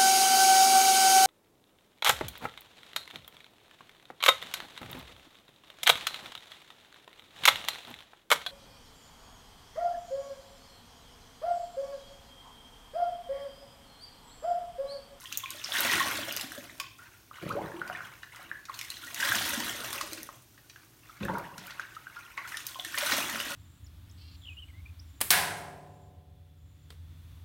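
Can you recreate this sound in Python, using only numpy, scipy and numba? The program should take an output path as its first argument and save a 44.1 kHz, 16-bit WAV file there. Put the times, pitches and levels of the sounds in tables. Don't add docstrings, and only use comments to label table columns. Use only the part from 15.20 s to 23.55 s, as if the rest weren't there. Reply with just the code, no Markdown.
import sys
import numpy as np
from scipy import signal
from scipy.fft import rfft, irfft
from scipy.io import wavfile
from scipy.ndimage import uniform_filter1d
from numba import njit

SR = 44100
rng = np.random.default_rng(int(sys.argv[2]) if len(sys.argv) > 2 else 0)


def file_out(sig):
    cols = np.atleast_2d(sig).T
    lim = np.clip(cols, -1, 1)
    pcm = np.round(lim * 32767).astype(np.int16)
    wavfile.write(sys.argv[1], SR, pcm)


N = 368235

# (frequency [Hz], spectral level [dB])
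STILL_SPECTRUM = [(20, -35), (45, 5), (70, -1.5), (115, 6.5), (190, -10), (330, -3), (490, -15),
                  (800, -13.5), (1600, -20), (3000, -16.5), (8000, -20), (16000, -24.5)]
# (time [s], nominal band [Hz], level [dB])
SNAPS = [(0.125, 4930, -25.5), (0.1739, 13600, -12.5), (0.305, 6700, -24.5), (0.44, 4500, -29),
         (0.606, 12900, -12.5), (1.124, 8900, -23.5), (1.165, 12000, -18.5), (1.171, 4700, -23.5),
         (1.211, 5960, -22), (1.32, 7950, -32), (1.599, 3680, -24), (1.601, 9800, -29), (2.291, 6900, -36),
         (2.677, 5000, -37), (3.029, 2630, -40.5), (3.16, 6050, -38.5), (3.453, 3980, -38),
         (3.59, 4650, -27.5), (3.612, 5640, -27), (3.702, 5950, -28), (3.945, 6360, -23.5),
         (4.124, 12000, -25), (4.729, 6860, -23), (4.811, 4170, -25), (4.932, 6400, -24.5),
         (4.977, 2480, -39), (5.031, 14800, -23.5), (5.377, 2370, -53), (5.497, 3800, -39.5),
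         (6.003, 1660, -41), (6.05, 8000, -34), (6.184, 9900, -34), (6.38, 4500, -33), (6.469, 11100, -33),
         (6.506, 3220, -36.5), (6.596, 4530, -38.5), (6.614, 2570, -41.5), (6.748, 3000, -45),
         (7.176, 2720, -39), (7.37, 4810, -25), (7.467, 8400, -21), (7.648, 5500, -26), (7.743, 2400, -37),
         (7.775, 2360, -23), (7.785, 12000, -15.5)]
# (time [s], first pitch [Hz], level [dB], decay time [ms])
DRIPS = [(0.034, 1030, -42.5, 12.5), (0.057, 3100, -26, 1.4), (0.125, 2700, -25, 1.4),
         (0.153, 3440, -28, 1.8), (0.235, 1056, -34, 10), (0.239, 3270, -25, 1.8), (0.259, 2400, -21, 1.3),
         (0.346, 617, -40.5, 7.1), (0.445, 5200, -14, 0.7), (0.489, 706, -32.5, 5), (0.521, 3410, -17, 1.9),
         (0.567, 2000, -15, 1.5), (0.697, 1910, -15.5, 3.5), (0.736, 1880, -16, 2.6),
         (0.804, 1064, -21, 8.6), (1.035, 3170, -26, 2.6), (1.11, 2754, -17.5, 1.2),
         (1.377, 580, -32.5, 4.3), (1.38, 263, -35, 8.7), (1.319, 1609, -24, 1.7), (1.497, 1880, -24, 0.69),
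         (1.6, 1076, -27, 5.6), (1.601, 2420, -23.5, 1.9), (2.112, 1170, -29.5, 1.7),
         (2.16, 1770, -43, 3.2), (2.256, 174, -24, 5.3), (2.353, 430, -18, 2.5), (2.518, 1690, -34.5, 6.8),
         (2.54, 343, -32.5, 16.4), (2.616, 1460, -18, 3.5), (2.698, 706, -27, 9.6), (2.699, 1420, -21, 2),
         (2.75, 1787, -26, 3), (2.806, 1480, -24.5, 4.7), (3.033, 1670, -24, 1.5), (3.195, 726, -39.5, 5),
         (3.3144, 1670, -19.5, 3.4), (3.486, 1340, -35, 3.9), (3.496, 1094, -25.5, 3.5),
         (3.613, 2210, -21, 1.1), (3.703, 4090, -21.5, 1.2), (3.719, 2800, -33, 2.9),
         (3.834, 1395, -37, 8.2), (3.872, 1860, -34, 4.9), (3.925, 686, -45.5, 27),
         (4.001, 1850, -19.5, 2.6), (4.028, 1610, -15.5, 5.3), (4.12, 1590, -9, 1.8), (4.21, 737, -25, 3.4),
         (4.374, 232, -27, 10.6), (4.728, 1074, -24.5, 1.9), (4.78, 2580, -20.5, 1.3),
         (4.811, 1120, -18.5, 1.9), (5.09, 1070, -17.5, 0.65), (5.378, 1720, -41.5, 2.4),
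         (5.56, 1610, -36.5, 2.4), (5.895, 1310, -39, 5.6), (6.008, 198, -27, 13),
         (6.053, 1670, -26.5, 4.2), (6.084, 1480, -18.5, 2.2), (6.13, 620, -30, 2.8),
         (6.154, 1380, -25.5, 3.9), (6.385, 170, -28, 3.9), (6.505, 1830, -37, 3.7),
         (6.596, 1500, -15.5, 1.56), (6.766, 1290, -34, 8), (6.869, 1500, -29, 3), (6.967, 1390, -33, 8.1),
         (7.177, 2040, -17, 1.46), (7.18, 1075, -26.5, 6), (7.322, 1950, -25, 1.6), (7.343, 1770, -26, 3.8),
         (7.372, 1450, -29, 2.4), (7.557, 1000, -29.5, 3.8), (7.59, 703, -34, 5.4), (7.597, 3370, -19, 1.8),
         (7.648, 1760, -28, 4.5), (7.663, 324, -42, 7.8), (7.744, 1750, -22.5, 3.8),
         (7.825, 586, -28.5, 6.8)]
# (time [s], length [s], first pitch [Hz], last pitch [Hz], level [dB])
GURGLES = [(2.294, .034, 820, 1740, -31), (2.356, .048, 440, 930, -31), (2.748, .022, 1900, 2750, -40),
           (6.086, .028, 780, 1020, -26)]
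# (pitch [Hz], spectral level [dB])
FOAM_SPECTRUM = [(4500, -12), (5600, 6.5), (7500, 4.5), (10000, 2), (13000, -4.5), (16500, -7)]
# (time [s], hold [s], level [dB])
LAPS = [(1.78, 0.027, -55.5), (2.128, 0.032, -48), (2.25, 0.37, -53.5), (2.66, 0.13, -49.5),
        (2.85, 0.017, -68), (3.119, 0.046, -48), (3.483, 0.018, -49.5), (5.49, 0.016, -69),
        (5.55, 0.01, -67), (5.82, 0.17, -60.5), (6.019, 0.13, -48), (6.374, 0.16, -49), (6.69, 0.3, -59),
        (6.93, 0.12, -58.5), (7.168, 0.15, -48)]
# (pitch [Hz], spectral level [dB])
LAP_SPECTRUM = [(950, -1), (1400, 4.5), (1900, -1.5), (2600, -3.5), (3600, -10.5), (5500, -19.5)]
# (time [s], hold [s], gulp level [dB], churn level [dB])
PLUNGES = [(2.21, 0.19, -37, -43.5), (2.6, 0.02, -51.5, -65), (3.22, 0.012, -56.5, -73),
           (5.993, 0.072, -33.5, -37.5)]
# (pitch [Hz], spectral level [dB])
GULP_SPECTRUM = [(55, -19), (120, 5), (175, -8.5), (260, -4.5), (450, 0.5)]
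# (pitch [Hz], spectral level [dB])
CHURN_SPECTRUM = [(400, -18), (600, -1), (900, 10.5), (1200, 3.5)]
# (lifted [s], full grip [s], grip hold [s], let go [s], full emptying rate [dB/s],
# splash level [dB], deep-bubble level [dB], foam level [dB])
SQUEEZES = [(0.0, 0.547, 0.22, 1.575, 38.5, -30.5, -42.5, -36),
            (3.529, 4.022, 0.17, 5.01, 24.5, -33, -45, -36),
            (7.275, 7.815, 0.11, 8.35, 27.5, -32, -46, -36)]
SPLASH_COLUMN, DEEP_COLUMN, FOAM_COLUMN = 5, 6, 7
# (pitch [Hz], spectral level [dB])
DEEP_SPECTRUM = [(55, -2.5), (115, -1.5), (165, -14), (240, 4.5), (330, 0), (430, -2), (490, -6.5),
                 (600, 5), (850, -9)]
# (pitch [Hz], spectral level [dB])
SPLASH_SPECTRUM = [(750, -3.5), (950, -4.5), (1100, -2.5), (1700, 0), (2400, -5.5), (3200, -3.5),
                   (4500, -10), (6000, -13)]
# (pitch [Hz], spectral level [dB])
STRAY_SPECTRUM = [(950, -6), (1800, -3.5), (3200, -0.5), (5000, -4)]
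# (frequency [Hz], bandwidth [Hz], level [dB])
BASIN_MODES = [(114.4, 4.2, -5), (150, 10, -6.5), (186, 30, -8), (322, 20, -1), (580, 39, 0),
               (1063, 19.5, 0), (1414, 14, -10.5), (1881, 87, -9)]
# (frequency [Hz], 60 dB decay time [s])
ROOM_T60 = [(150, 0.68), (500, 0.47), (1400, 0.41), (3500, 0.57), (9000, 0.25), (16000, 0.18)]
# (frequency [Hz], gain [dB])
MICROPHONE = [(20, -2.5), (6500, -1.5), (7500, -4.5), (9300, -1), (10400, -4), (11500, 1), (13000, 3),
              (16000, 3)]

STILL_DB = -58
SNAP_DECAY_S, SNAP_SLOPE = 0.028, 1.54
CALM_LAP_DB, CALM_FOAM_DB = -76.5, -68.5
LAP_RISE_S, LAP_FADE_DB_PER_S = 0.0067, 75.5
PUSH_RISE_S, CHURN_LAG_S = 0.016, 0.078
GRIP_S, STOP_DB_PER_S = 0.085, 99
EDGE_HZ = 16000


def amp(db):
    return 10 ** (np.asarray(db) / 20)


def rms(x):
    return np.sqrt(np.mean(x ** 2) + 1e-20)


def read(points, hz):
    f, value = np.transpose(points)
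    return np.interp(np.log(hz + 1), np.log(f + 1), value)


def add(mix, start_s, sound):
    part = mix[max(round(start_s * SR), 0):][:len(sound)]
    part += sound[:len(part)]


def colour(x, points):
    return irfft(rfft(x) * amp(read(points, np.fft.rfftfreq(N, 1 / SR))), N)


@njit
def ring(start_s, hz, size, decay_s, rise, swell):
    out = np.zeros(N)
    for k in range(len(start_s)):
        first = int(start_s[k] * SR)
        for i in range(min(int(6 * decay_s[k] * SR), N - first)):
            age = i / SR / decay_s[k]
            turns = hz[k] * i / SR * (1 + rise * age / 2)
            envelope = (1 - np.exp(-turns / swell)) * np.exp(-age)
            out[first + i] += size[k] * envelope * np.sin(2 * np.pi * turns)
    return out


def swarm(gain, spectrum, per_s, cycles, spread_db, rise, crowding):
    when, pitch, luck, rarity, life = rng.random((int(per_s * N / SR), 5)).T
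    strength = gain[(when * N).astype(int)]
    share = (strength / gain.max()) ** crowding
    lowest_hz, highest_hz = spectrum[0][0], spectrum[-1][0]
    hz = lowest_hz * (highest_hz / lowest_hz) ** pitch
    level_db = read(spectrum, hz) + spread_db * np.minimum(-np.log(1 - rarity), 3.7)
    size = strength / np.sqrt(share) * hz * amp(level_db)
    decay_s = cycles * (.5 + life) / hz
    born = luck < share
    sound = ring(when[born] * N / SR, hz[born], size[born], decay_s[born], rise, swell=0.56)
    sound = signal.sosfilt(signal.butter(2, lowest_hz, "high", fs=SR, output="sos"), sound)
    return sound * rms(gain) / rms(sound)


def spurts(per_s, strength, fade_s):
    lumps = rng.uniform(0.31, 1, N) * (rng.random(N) < per_s / SR)
    surge = 1 + strength * signal.lfilter([1], [1, -np.exp(-1 / (fade_s * SR))], lumps)
    return surge / rms(surge)


def stroke(start_s, hold_s, db, rise_s, fade_db_per_s):
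    age_s = np.arange(N) / SR - start_s
    fade_db = fade_db_per_s * np.maximum(age_s - rise_s - hold_s, 0)
    return np.clip(age_s / rise_s, 0, 1) * amp(db - fade_db)


def lapping():
    strokes = [stroke(s, hold_s, db, LAP_RISE_S, LAP_FADE_DB_PER_S) for s, hold_s, db in LAPS]
    return amp(CALM_LAP_DB) + sum(strokes)


def flow(column, grip_s, drain_share, lag_s, dribble_db):
    t, out = np.arange(N) / SR, np.zeros(N)
    for row in SQUEEZES:
        lifted_s, full_s, hold_s, let_go_s, drain_db_per_s = row[:5]
        full_s = full_s + lag_s
        slack = 1 - np.exp(-np.maximum(full_s - t, 0) / grip_s)
        drained_db = drain_share * drain_db_per_s * np.maximum(t - full_s - hold_s, 0)
        stopped_db = STOP_DB_PER_S * np.maximum(t - let_go_s, 0)
        out += (t >= lifted_s) * amp(row[column] + dribble_db * slack - drained_db - stopped_db)
    return out


def still_air():
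    air = colour(rng.standard_normal(N), STILL_SPECTRUM)
    return amp(STILL_DB) * air / rms(air)


def snaps():
    out, t = np.zeros(N), np.arange(2048) / SR
    for s, hz, db in SNAPS:
        edges_hz = [hz / 2.44, min(hz * 1.69, EDGE_HZ)]
        band = signal.butter(2, edges_hz, "band", fs=SR, output="sos")
        age = t / SNAP_DECAY_S * (hz / 1000) ** SNAP_SLOPE
        fade = np.exp(-age) * (1 - np.exp(-6 * age))
        burst = signal.sosfilt(band, rng.standard_normal(len(t)) * fade)
        add(out, s, amp(db) * burst * rms(fade) / rms(burst))
    return out


def drips():
    start_s, hz, db, decay_ms = np.transpose(DRIPS)
    return ring(start_s, hz, amp(db), decay_ms / 1000, rise=0.018, swell=0.7)


def gurgles(rough):
    out = np.zeros(N)
    for s, length_s, first_hz, last_hz, db in GURGLES:
        hz = np.linspace(first_hz, last_hz, int(length_s * SR))
        wobble = uniform_filter1d(rng.standard_normal(SR // 8), size=130)
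        loudness = 1 + rough * wobble[:len(hz)] / rms(wobble)
        note = loudness * np.sin(2 * np.pi * np.cumsum(hz) / SR)
        add(out, s, amp(db) * signal.windows.tukey(len(hz), .7) * note)
    return out


def foam(surge, stirred):
    wrung = flow(FOAM_COLUMN, grip_s=0.082, drain_share=0.79, lag_s=0.0069, dribble_db=-18)
    gain = (wrung + amp(-15) * stirred + amp(CALM_FOAM_DB)) * surge
    fizz = swarm(gain, FOAM_SPECTRUM, per_s=5000, cycles=7.9, spread_db=3.0, rise=0.0032, crowding=0.2)
    ticks = swarm(gain, FOAM_SPECTRUM, per_s=1600, cycles=0.73, spread_db=7.5, rise=0.011, crowding=0.25)
    return amp(-0.1) * fizz + amp(-6.0) * ticks


def dunk(surge, stirred):
    sucked = sum(stroke(s, hold_s, gulp_db, PUSH_RISE_S, fade_db_per_s=86)
                 for s, hold_s, gulp_db, _ in PLUNGES)
    closing = sum(stroke(s + CHURN_LAG_S, hold_s, churn_db, PUSH_RISE_S, fade_db_per_s=77)
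                  for s, hold_s, _, churn_db in PLUNGES)
    gulp = swarm(sucked + amp(-17) * stirred, GULP_SPECTRUM,
                 per_s=650, cycles=0.45, spread_db=-0.5, rise=0.13, crowding=0.12)
    churn = swarm(closing + amp(-7.5) * stirred, CHURN_SPECTRUM,
                  per_s=500, cycles=3.6, spread_db=-1.0, rise=0.039, crowding=0.097)
    lap = swarm(stirred * surge, LAP_SPECTRUM,
                per_s=1500, cycles=5.5, spread_db=4.5, rise=0.058, crowding=.15)
    return amp(-3.5) * gulp + amp(-2.5) * churn + amp(2.0) * lap


def pour(surge):
    sinking = flow(DEEP_COLUMN, grip_s=0.2, drain_share=0.65, lag_s=0.065, dribble_db=-29)
    falling = flow(SPLASH_COLUMN, grip_s=GRIP_S, drain_share=0.94, lag_s=0, dribble_db=-24)
    dripping = flow(SPLASH_COLUMN, grip_s=GRIP_S, drain_share=0.62, lag_s=0, dribble_db=-11.5)
    deep = swarm(sinking * surge, DEEP_SPECTRUM,
                 per_s=700, cycles=2.46, spread_db=3.5, rise=0.045, crowding=.25)
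    splash = swarm(falling * surge, SPLASH_SPECTRUM,
                   per_s=2600, cycles=3.1, spread_db=2.5, rise=0.032, crowding=.25)
    stray = swarm(dripping * surge, STRAY_SPECTRUM,
                  per_s=220, cycles=4.8, spread_db=3.0, rise=0.024, crowding=0.11)
    return amp(2.0) * deep + amp(2.0) * splash + amp(-7) * stray


def basin(x):
    out = x.copy()
    for hz, width_hz, db in BASIN_MODES:
        r = np.exp(-np.pi * width_hz / SR)
        pole = r * np.exp(2j * np.pi * hz / SR)
        out += amp(db) * 2 * signal.lfilter([1 - r], [1, -pole], x).real
    return out


def echo(near_db, near_s, tail_db):
    t = np.arange(SR // 2) / SR
    near, far = rng.standard_normal((2, len(t))) * (rng.random((2, len(t))) < 5000 / SR)
    near *= (t > .0005) * np.exp(-t / near_s)
    hz, age_s, bins = signal.stft(far * (t > .006), SR, nperseg=256)
    decay = amp(-60 * age_s / read(ROOM_T60, hz)[:, None])
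    tail = signal.istft(bins * decay, SR, nperseg=256)[1][:len(t)]
    return amp(near_db) * near / np.linalg.norm(near) + amp(tail_db) * tail / np.linalg.norm(tail)


def room(x, near_db, near_s, tail_db, count=4):
    turn = 2 * np.pi * 7 * np.arange(N) / SR
    out = x.copy()
    for k in range(count):
        share = np.maximum(np.cos(turn + 2 * np.pi * k / count), 0)
        out += signal.oaconvolve(x * share, echo(near_db, near_s, tail_db))[:N]
    return out


def scene():
    air = still_air()
    surge, stirred = spurts(per_s=40, strength=1.6, fade_s=0.0072), lapping()
    singles = drips() + snaps() + gurgles(rough=0.21)
    singles_in_room = room(basin(singles), near_db=-5.5, near_s=0.0059, tail_db=-6.5)
    swarms = amp(-2.0) * (foam(surge, stirred) + dunk(surge, stirred) + pour(surge))
    swarms_in_room = room(basin(swarms), near_db=-7, near_s=0.014, tail_db=-8.0)
    return (air + singles_in_room + swarms_in_room)[None]


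def record(dry):
    thinned = signal.sosfilt(signal.butter(2, 38, "high", fs=SR, output="sos"), dry[0])
    edge = signal.firwin(511, EDGE_HZ, window=("kaiser", 9), fs=SR)
    return signal.oaconvolve(colour(thinned, MICROPHONE), edge, "same")[None]


dry = scene()
out = record(dry)
file_out(out)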